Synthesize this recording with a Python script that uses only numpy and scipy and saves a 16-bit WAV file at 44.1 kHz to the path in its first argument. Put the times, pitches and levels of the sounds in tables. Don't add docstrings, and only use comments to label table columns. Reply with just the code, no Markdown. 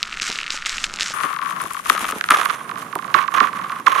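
import sys
import numpy as np
from scipy import signal
from scipy.fft import rfft, irfft, next_fast_len
from scipy.io import wavfile
from scipy.ndimage import map_coordinates

SR = 44100
rng = np.random.default_rng(int(sys.argv[2]) if len(sys.argv) > 2 else 0)


def bounce(signal):
    frames = np.transpose(np.atleast_2d(signal))
    limited = np.clip(frames, -1, 1)
    pcm = np.round(limited * 32767).astype(np.int16)
    wavfile.write(sys.argv[1], SR, pcm)


N = 176400
TIME = np.arange(N) / SR

# t/s, level/dB, glide/ms
CLOSE_CRACKS = [(0.0295, 1, 0.6), (0.128, -16, 1.6), (0.141, -20, 3.1), (0.172, -17.5, 2.8),
                (0.199, -13, 2.2), (0.2201, -1, 0.39), (0.289, -11, .6), (0.301, -7.5, 0.62),
                (0.3174, -6.5, 0.35), (0.3276, -11, 0.71), (.3358, -21, 1.2), (0.358, -10.5, 0.68),
                (0.3876, -11, 3.1), (0.403, -16, 1.8), (0.4146, -14.5, 1.3), (0.4318, -15, 1.3),
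                (0.4412, -20, 3.2), (0.468, -18.5, 2.8), (.479, -18, 2.4), (0.5052, -2, 0.55),
                (0.622, -20, 5.6), (0.6608, -6, 0.85), (0.695, -3, 0.38), (.782, -11, 1.65),
                (0.8419, -3, 0.95), (.939, -6.5, 0.26), (0.96, -7.5, 0.21), (.972, -20, 1),
                (.988, -18, 1.3), (1.009, -1, 0.63), (1.0221, -4, 0.56), (1.0313, -1.5, 0.28)]
# t/s, length/s, level/dB, fade/(dB/s)
CLOSE_STROKES = [(0.213, 0.087, -27.5, 17), (0.321, 0.091, -36.5, 55), (0.504, 0.072, -30.5, 64),
                 (0.657, 0.011, -22.5, 250), (0.686, 0.15, -31, 29), (0.838, 0.01, -24, 200),
                 (0.996, 0.12, -27, 37)]
# f/Hz, level/dB
CLOSE_SCRAPE_EQ = [(300, -57), (800, -19), (1300, -1), (2200, -0.5), (3500, -4.5), (5500, -2.5), (7500, -5),
                   (9500, -17), (12000, -27.5), (15500, -46)]
# f/Hz, level/dB
RUMBLE_EQ = [(12, 0.5), (27, -4), (45, -12), (80, -29), (200, -55), (600, -90)]
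# f/Hz, level/dB
TREES_EQ = [(25, -55), (60, -39), (110, -7), (175, 0), (240, -1.5), (500, -8), (1000, -4.5), (4000, -29.5),
            (15000, -38)]
# t/s, level/dB
THUDS = [(0.219, -34), (0.295, -24), (0.541, -30), (1.104, -27.5), (1.239, -27), (1.643, -29), (1.905, -29),
         (2.026, -30), (2.129, -30), (2.159, -28), (2.313, -22.5), (2.384, -31), (2.956, -24),
         (3.151, -23.5), (3.353, -29), (3.411, -20.5), (3.798, -35), (3.881, -29)]
# f/Hz, level/dB
THUD_EQ = [(50, -64), (120, -15), (220, -0.5), (380, -1), (600, -8.5), (900, -1), (1500, -25), (12000, -50)]
# t/s, distance/m, left minus right/dB
PATH = [(1.14, 8.3, 13), (1.5, 12.8, 12), (1.84, 11.2, 9.5), (1.91, 5, 10), (2.08, 6.7, 6.5),
        (2.22, 2.75, -3.5), (2.32, 5.3, 0.5), (2.42, 6.1, -13), (2.68, 10.53, -10.5), (3.14, 12.8, -19.5),
        (3.42, 11.95, -14), (3.72, 12, -5), (3.88, 16.5, -12.5)]
# t/s, level/dB
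PASS_CRACKS = [(1.186, -21), (1.203, -16.5), (1.234, -13), (1.268, -23), (1.287, -24), (1.302, -22),
               (1.329, -18), (1.344, -24), (1.363, -17), (1.388, -18), (1.416, -17), (1.426, -18),
               (1.448, -22), (1.459, -16), (1.472, -21), (1.49, -19.5), (1.506, -18), (1.523, -20),
               (1.563, -19.5), (1.6, -17.5), (1.611, -18.5), (1.629, -21), (1.653, -23), (1.705, -20.5),
               (1.745, -20.5), (1.767, -20), (1.791, -22), (1.857, -17.5), (1.898, 1), (1.962, -17),
               (1.978, -14.5), (2.043, -14), (2.087, -16), (2.122, -16.5), (2.2108, -9), (2.2406, -11),
               (2.288, -9.5), (2.3068, -3), (2.319, -6), (2.345, -9.5), (2.386, -16), (2.401, -13),
               (2.413, -11), (2.457, -7.5), (2.498, -10.5), (2.505, -12), (2.545, -21), (2.693, -19.5),
               (2.713, -20), (2.757, -22), (2.774, -23.5), (2.821, -23.5), (2.927, -20.5), (2.953, -17),
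               (2.988, -19.5), (3.023, -22.5), (3.044, -22), (3.078, -22), (3.101, -24), (3.1415, -0.5),
               (3.187, -18), (3.216, -14.5), (3.238, -19), (3.279, -13), (3.342, -18), (3.403, -2),
               (3.471, -15), (3.53, -20), (3.568, -24), (3.589, -21.5), (3.614, -22), (3.641, -20.5),
               (3.696, -19.5), (3.719, -18.5), (3.867, -0.5), (3.918, -17), (3.985, -20)]
# t/s, length/s, swarm/dB, scrape/dB, fade/(dB/s)
PASS_STROKES = [(1.158, 0.16, -28.5, -39.5, 4), (1.916, 0.22, -28.5, -28.5, 24),
                (2.302, 0.18, -12.5, -19, 82), (2.487, 0.13, -30, -31.5, 64), (3.145, 0.073, -11, -24, 122),
                (3.339, 0.12, -18.5, -28, 31), (3.546, 0.26, -32, -46, 3), (3.861, 0.18, -21.5, -28.5, 5)]
# t/s, hiss/dB, swarm/dB
GLIDING = [(1.14, -33, -23.5), (1.38, -41.5, -35.5), (1.62, -36, -32), (1.83, -38, -50), (1.895, -28, -28),
           (2.24, -39.5, -34.5), (2.4, -35, -31), (2.66, -46.5, -35.5), (2.88, -45, -39),
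           (3.1, -46.5, -37.5), (3.45, -41.5, -26.5), (3.82, -49.5, -59), (4, -46, -26)]
# f/Hz, level/dB
SINGING_EQ = [(700, -21), (980, -0.5), (1100, 8.5), (1250, -11), (2000, -5), (4500, -32)]
# f/Hz, level/dB
PASS_SCRAPE_EQ = [(150, -30), (350, -1.5), (700, 5), (1200, 5), (2000, 3), (3500, 0), (4700, -17.5),
                  (6200, -7), (8000, -18), (10000, -13), (12500, -17), (15500, -36)]
# f/Hz, level/dB
HISS_EQ = [(500, -4), (1500, 6.5), (3200, 0.5), (4800, -8), (6500, -2.5), (8000, -6.5), (10000, 0),
           (12500, -6.5), (15500, -21)]
# t/s, length/s, level/dB, fade/(dB/s)
SPRAYS = [(1.136, 0.17, -40, 50), (2.304, 0.44, -35.5, 56)]
# t/s, level/dB
CHIPS = [(1.6165, -22), (1.734, -22), (2.1096, -17), (1.898, -10), (2.305, -6.5), (2.453, -19),
         (2.954, -23)]

ICE_NOTE_HZ, CLOSE_NOTE_HZ, BLADE_HZ = 1064, 1261, 9720
GLIDE_MS_PER_M, SWELL_PER_M, NEAR_M = 1.042, 0.035, 1.8
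ONSET_HZ, SWEEP_POWER, NOTE_SAG = 9020, 0.6044, 0.041
PASS_START_S, TOP_HZ = 1.137, 15700


def amp(db):
    return 10 ** (np.asarray(db) / 20)


def unit(x):
    return x / np.sqrt(np.mean(x ** 2) + 1e-20)


def curve(rows, column):
    rows = np.array(rows)
    return np.interp(TIME, rows[:, 0], rows[:, column])


def filtered(x, response):
    size = next_fast_len(N + 8192)
    return irfft(rfft(x, size) * response(np.fft.rfftfreq(size, 1 / SR)), size)[..., :N]


def coloured(x, eq):
    knots_hz, db = np.transpose(eq)
    return unit(filtered(x, lambda hz: amp(np.interp(np.log(hz + 1), np.log(knots_hz + 1), db))))


def ring(x, centre_hz, half_width_hz):
    return unit(filtered(x, lambda hz: 1 / (1 + ((hz - centre_hz) / half_width_hz) ** 2)))


def wobble(rate_hz):
    return map_coordinates(rng.standard_normal(int(N * rate_hz / SR) + 4), [TIME * rate_hz])


def noise(shared):
    return np.sqrt(shared) * rng.standard_normal(N) + np.sqrt(1 - shared) * rng.standard_normal((2, N))


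def pan(db):
    gains = amp(np.array([db, -db]) / 2).reshape(2, -1)
    return gains / np.sqrt(np.mean(gains ** 2, axis=0))


def add(out, t_s, sound):
    i = int(np.clip(round(t_s * SR), 0, N))
    out[..., i:i + sound.shape[-1]] += sound[..., :N - i]


def chirp(glide_ms, note_hz, swell=0.58, crest=0.51, fade=0.39, end=1.145):
    glide_samples = glide_ms * SR / 1000
    progress = np.arange(int(end * glide_samples) + 2) / glide_samples
    fall = np.minimum(progress / 0.8, 1)
    onset = (note_hz / ONSET_HZ) ** (1 / SWEEP_POWER)
    hz = note_hz * (1 + NOTE_SAG * (1 - progress)) / (fall * (2 - fall) + onset) ** SWEEP_POWER
    rise = np.minimum(progress / crest, 1) ** swell
    tail = np.sin(np.pi / 2 * np.clip((end - progress) / fade, 0, 1)) ** 2
    return rise * tail * np.exp(2j * np.pi * np.cumsum(hz) / SR)


def swarm(count, glide_ms, note_hz, scatter_db, spread_rad=0):
    out = np.zeros((2, N))
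    glide_ms, note_hz = np.broadcast_to(glide_ms, N), np.broadcast_to(note_hz, N)
    times_s = (np.arange(count) + rng.random(count)) / count * N / SR
    draws = np.clip(rng.standard_normal((count, 4)), -2, 2)
    for t_s, (size, stretch, turn, side) in zip(times_s, draws):
        i = int(t_s * SR)
        wave = chirp(glide_ms[i] * np.exp(0.1283 * stretch), note_hz[i])
        phase_rad = np.pi * turn + spread_rad * np.array([[side], [-side]])
        add(out, t_s, amp(scatter_db * size) * (wave * np.exp(1j * phase_rad)).real)
    return unit(out)


def stroke(start_s, length_s, fade_db_per_s, attack_s=0.00092, release_s=0.02):
    t = np.maximum(TIME - start_s, 0)
    bite = 1 - np.exp(-t / attack_s)
    lift = np.exp(-np.maximum(t - length_s, 0) / release_s)
    return bite * amp(-fade_db_per_s * np.minimum(t, length_s)) * lift


def close_cracks():
    cracks = np.zeros(N)
    for t_s, db, glide_ms in CLOSE_CRACKS:
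        note_hz = CLOSE_NOTE_HZ * (1 + 0.96 / glide_ms)
        wave = chirp(glide_ms, note_hz, swell=0.15, crest=0.43, fade=0.53, end=0.86)
        add(cracks, t_s, amp(db) * (wave * np.exp(2j * np.pi * rng.random())).real)
    cracks = filtered(cracks, lambda hz: 1 / (1 + (hz / 8900) ** 4))
    t = TIME[:SR // 20]
    tail = rng.standard_normal(len(t)) * amp(-60 * t / 0.019)
    spray = coloured(signal.fftconvolve(cracks, tail)[:N], CLOSE_SCRAPE_EQ)
    return cracks + amp(-9) * np.std(cracks) * spray


def close_blades():
    strokes = sum(amp(db) * stroke(t_s, length_s, fade, attack_s=0.00077, release_s=0.0084)
                  for t_s, length_s, db, fade in CLOSE_STROKES)
    grit = rng.standard_normal(N) * amp(9 * np.tanh(wobble(1500)) + 3.5 * np.tanh(wobble(400)))
    scrape = (amp(-42) + strokes) * coloured(grit, CLOSE_SCRAPE_EQ)
    ticks = swarm(count=480, glide_ms=0.39, note_hz=2650, scatter_db=6)[0]
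    chirps = swarm(count=450, glide_ms=5.27, note_hz=CLOSE_NOTE_HZ, scatter_db=2)[0]
    return scrape + amp(-38) * coloured(ticks, CLOSE_SCRAPE_EQ) + amp(-39) * chirps


def wind_rumble():
    return amp(-46 + 2.1 * wobble(6.2)) * coloured(rng.standard_normal(N), RUMBLE_EQ)


def tree_wind():
    return amp(-42 + 3.5 * wobble(6.707)) * coloured(noise(shared=1), TREES_EQ)


def ice_thuds(t60_s):
    envelope, t = np.zeros(N), TIME[:SR // 4]
    for t_s, db in THUDS:
        add(envelope, t_s, amp(db - 60 * t / t60_s) * (1 - np.exp(-t / 0.00058)))
    return envelope * coloured(noise(shared=0.96), THUD_EQ)


def passing_cracks():
    cracks = np.zeros((2, N))
    distance_m, side_db = curve(PATH, 1), curve(PATH, 2)
    glide_ms = GLIDE_MS_PER_M * distance_m
    note_hz = ICE_NOTE_HZ * (1 + (NEAR_M / distance_m) ** 2)
    for t_s, db in PASS_CRACKS:
        i = int(t_s * SR)
        turn, side = rng.standard_normal(2)
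        wave = chirp(glide_ms[i], note_hz[i], swell=SWELL_PER_M * distance_m[i])
        phase_rad = np.pi * turn + 0.9 * np.tanh([[side], [-side]])
        add(cracks, t_s, amp(db) * (wave * np.exp(1j * phase_rad)).real)
    strokes = sum(amp(db) * stroke(t_s, length_s, fade) for t_s, length_s, db, _, fade in PASS_STROKES)
    pressure = amp(curve(GLIDING, 2)) + strokes
    cracks += pressure * swarm(900, glide_ms, note_hz, scatter_db=5, spread_rad=0.84)
    cracks = filtered(cracks, lambda hz: hz ** 2 / (hz ** 2 + 200 ** 2))
    singing = pressure * distance_m / distance_m.max() * coloured(noise(shared=0.36), SINGING_EQ)
    return cracks * pan(side_db) + amp(-9) * singing * pan(0.5 * side_db)


def passing_blades():
    pressure = sum(amp(db) * stroke(t_s, length_s, fade) for t_s, length_s, _, db, fade in PASS_STROKES)
    coarse_grit = noise(shared=0.95) * amp(5.8 * wobble(900) + 4.8 * wobble(120))
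    hiss_db = curve(GLIDING, 1) + 2.8 * wobble(30.1)
    fine_grit = noise(shared=0.17) * amp(4.55 * wobble(840))
    return pressure * coloured(coarse_grit, PASS_SCRAPE_EQ) + amp(hiss_db) * coloured(fine_grit, HISS_EQ)


def ice_spray():
    flow = sum(amp(db) * stroke(t_s, length_s, fade) for t_s, length_s, db, fade in SPRAYS)
    return flow * ring(noise(shared=0.79), BLADE_HZ, half_width_hz=750)


def distant_hum():
    return amp(-57) * ring(rng.standard_normal(N), centre_hz=180, half_width_hz=4.5)


def ice_chips():
    hits = np.zeros(N)
    for t_s, db in CHIPS:
        add(hits, t_s, amp(db - 60 * TIME[:SR // 20] / 0.011))
    return hits * ring(noise(shared=0.52), BLADE_HZ, half_width_hz=2300)


def scene():
    wind, hum = tree_wind(), distant_hum()
    close = close_cracks() + close_blades() + wind_rumble()
    close += (ice_thuds(t60_s=0.039) + amp(-8) * wind).mean(axis=0)
    passing = passing_cracks()
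    passing += (passing_blades() + ice_spray() + ice_chips()) * pan(0.17 * curve(PATH, 2))
    passing += (ice_thuds(t60_s=0.12) + wind + hum) * pan(-2.1)
    crossfade = np.clip((TIME - PASS_START_S) / 0.0018, 0, 1)
    return (1 - crossfade) * close + crossfade * passing


def record(dry):
    return filtered(np.clip(dry, -1, 1), lambda hz: 1 / (1 + (hz / TOP_HZ) ** 120))


dry = scene()
out = record(dry)
bounce(out)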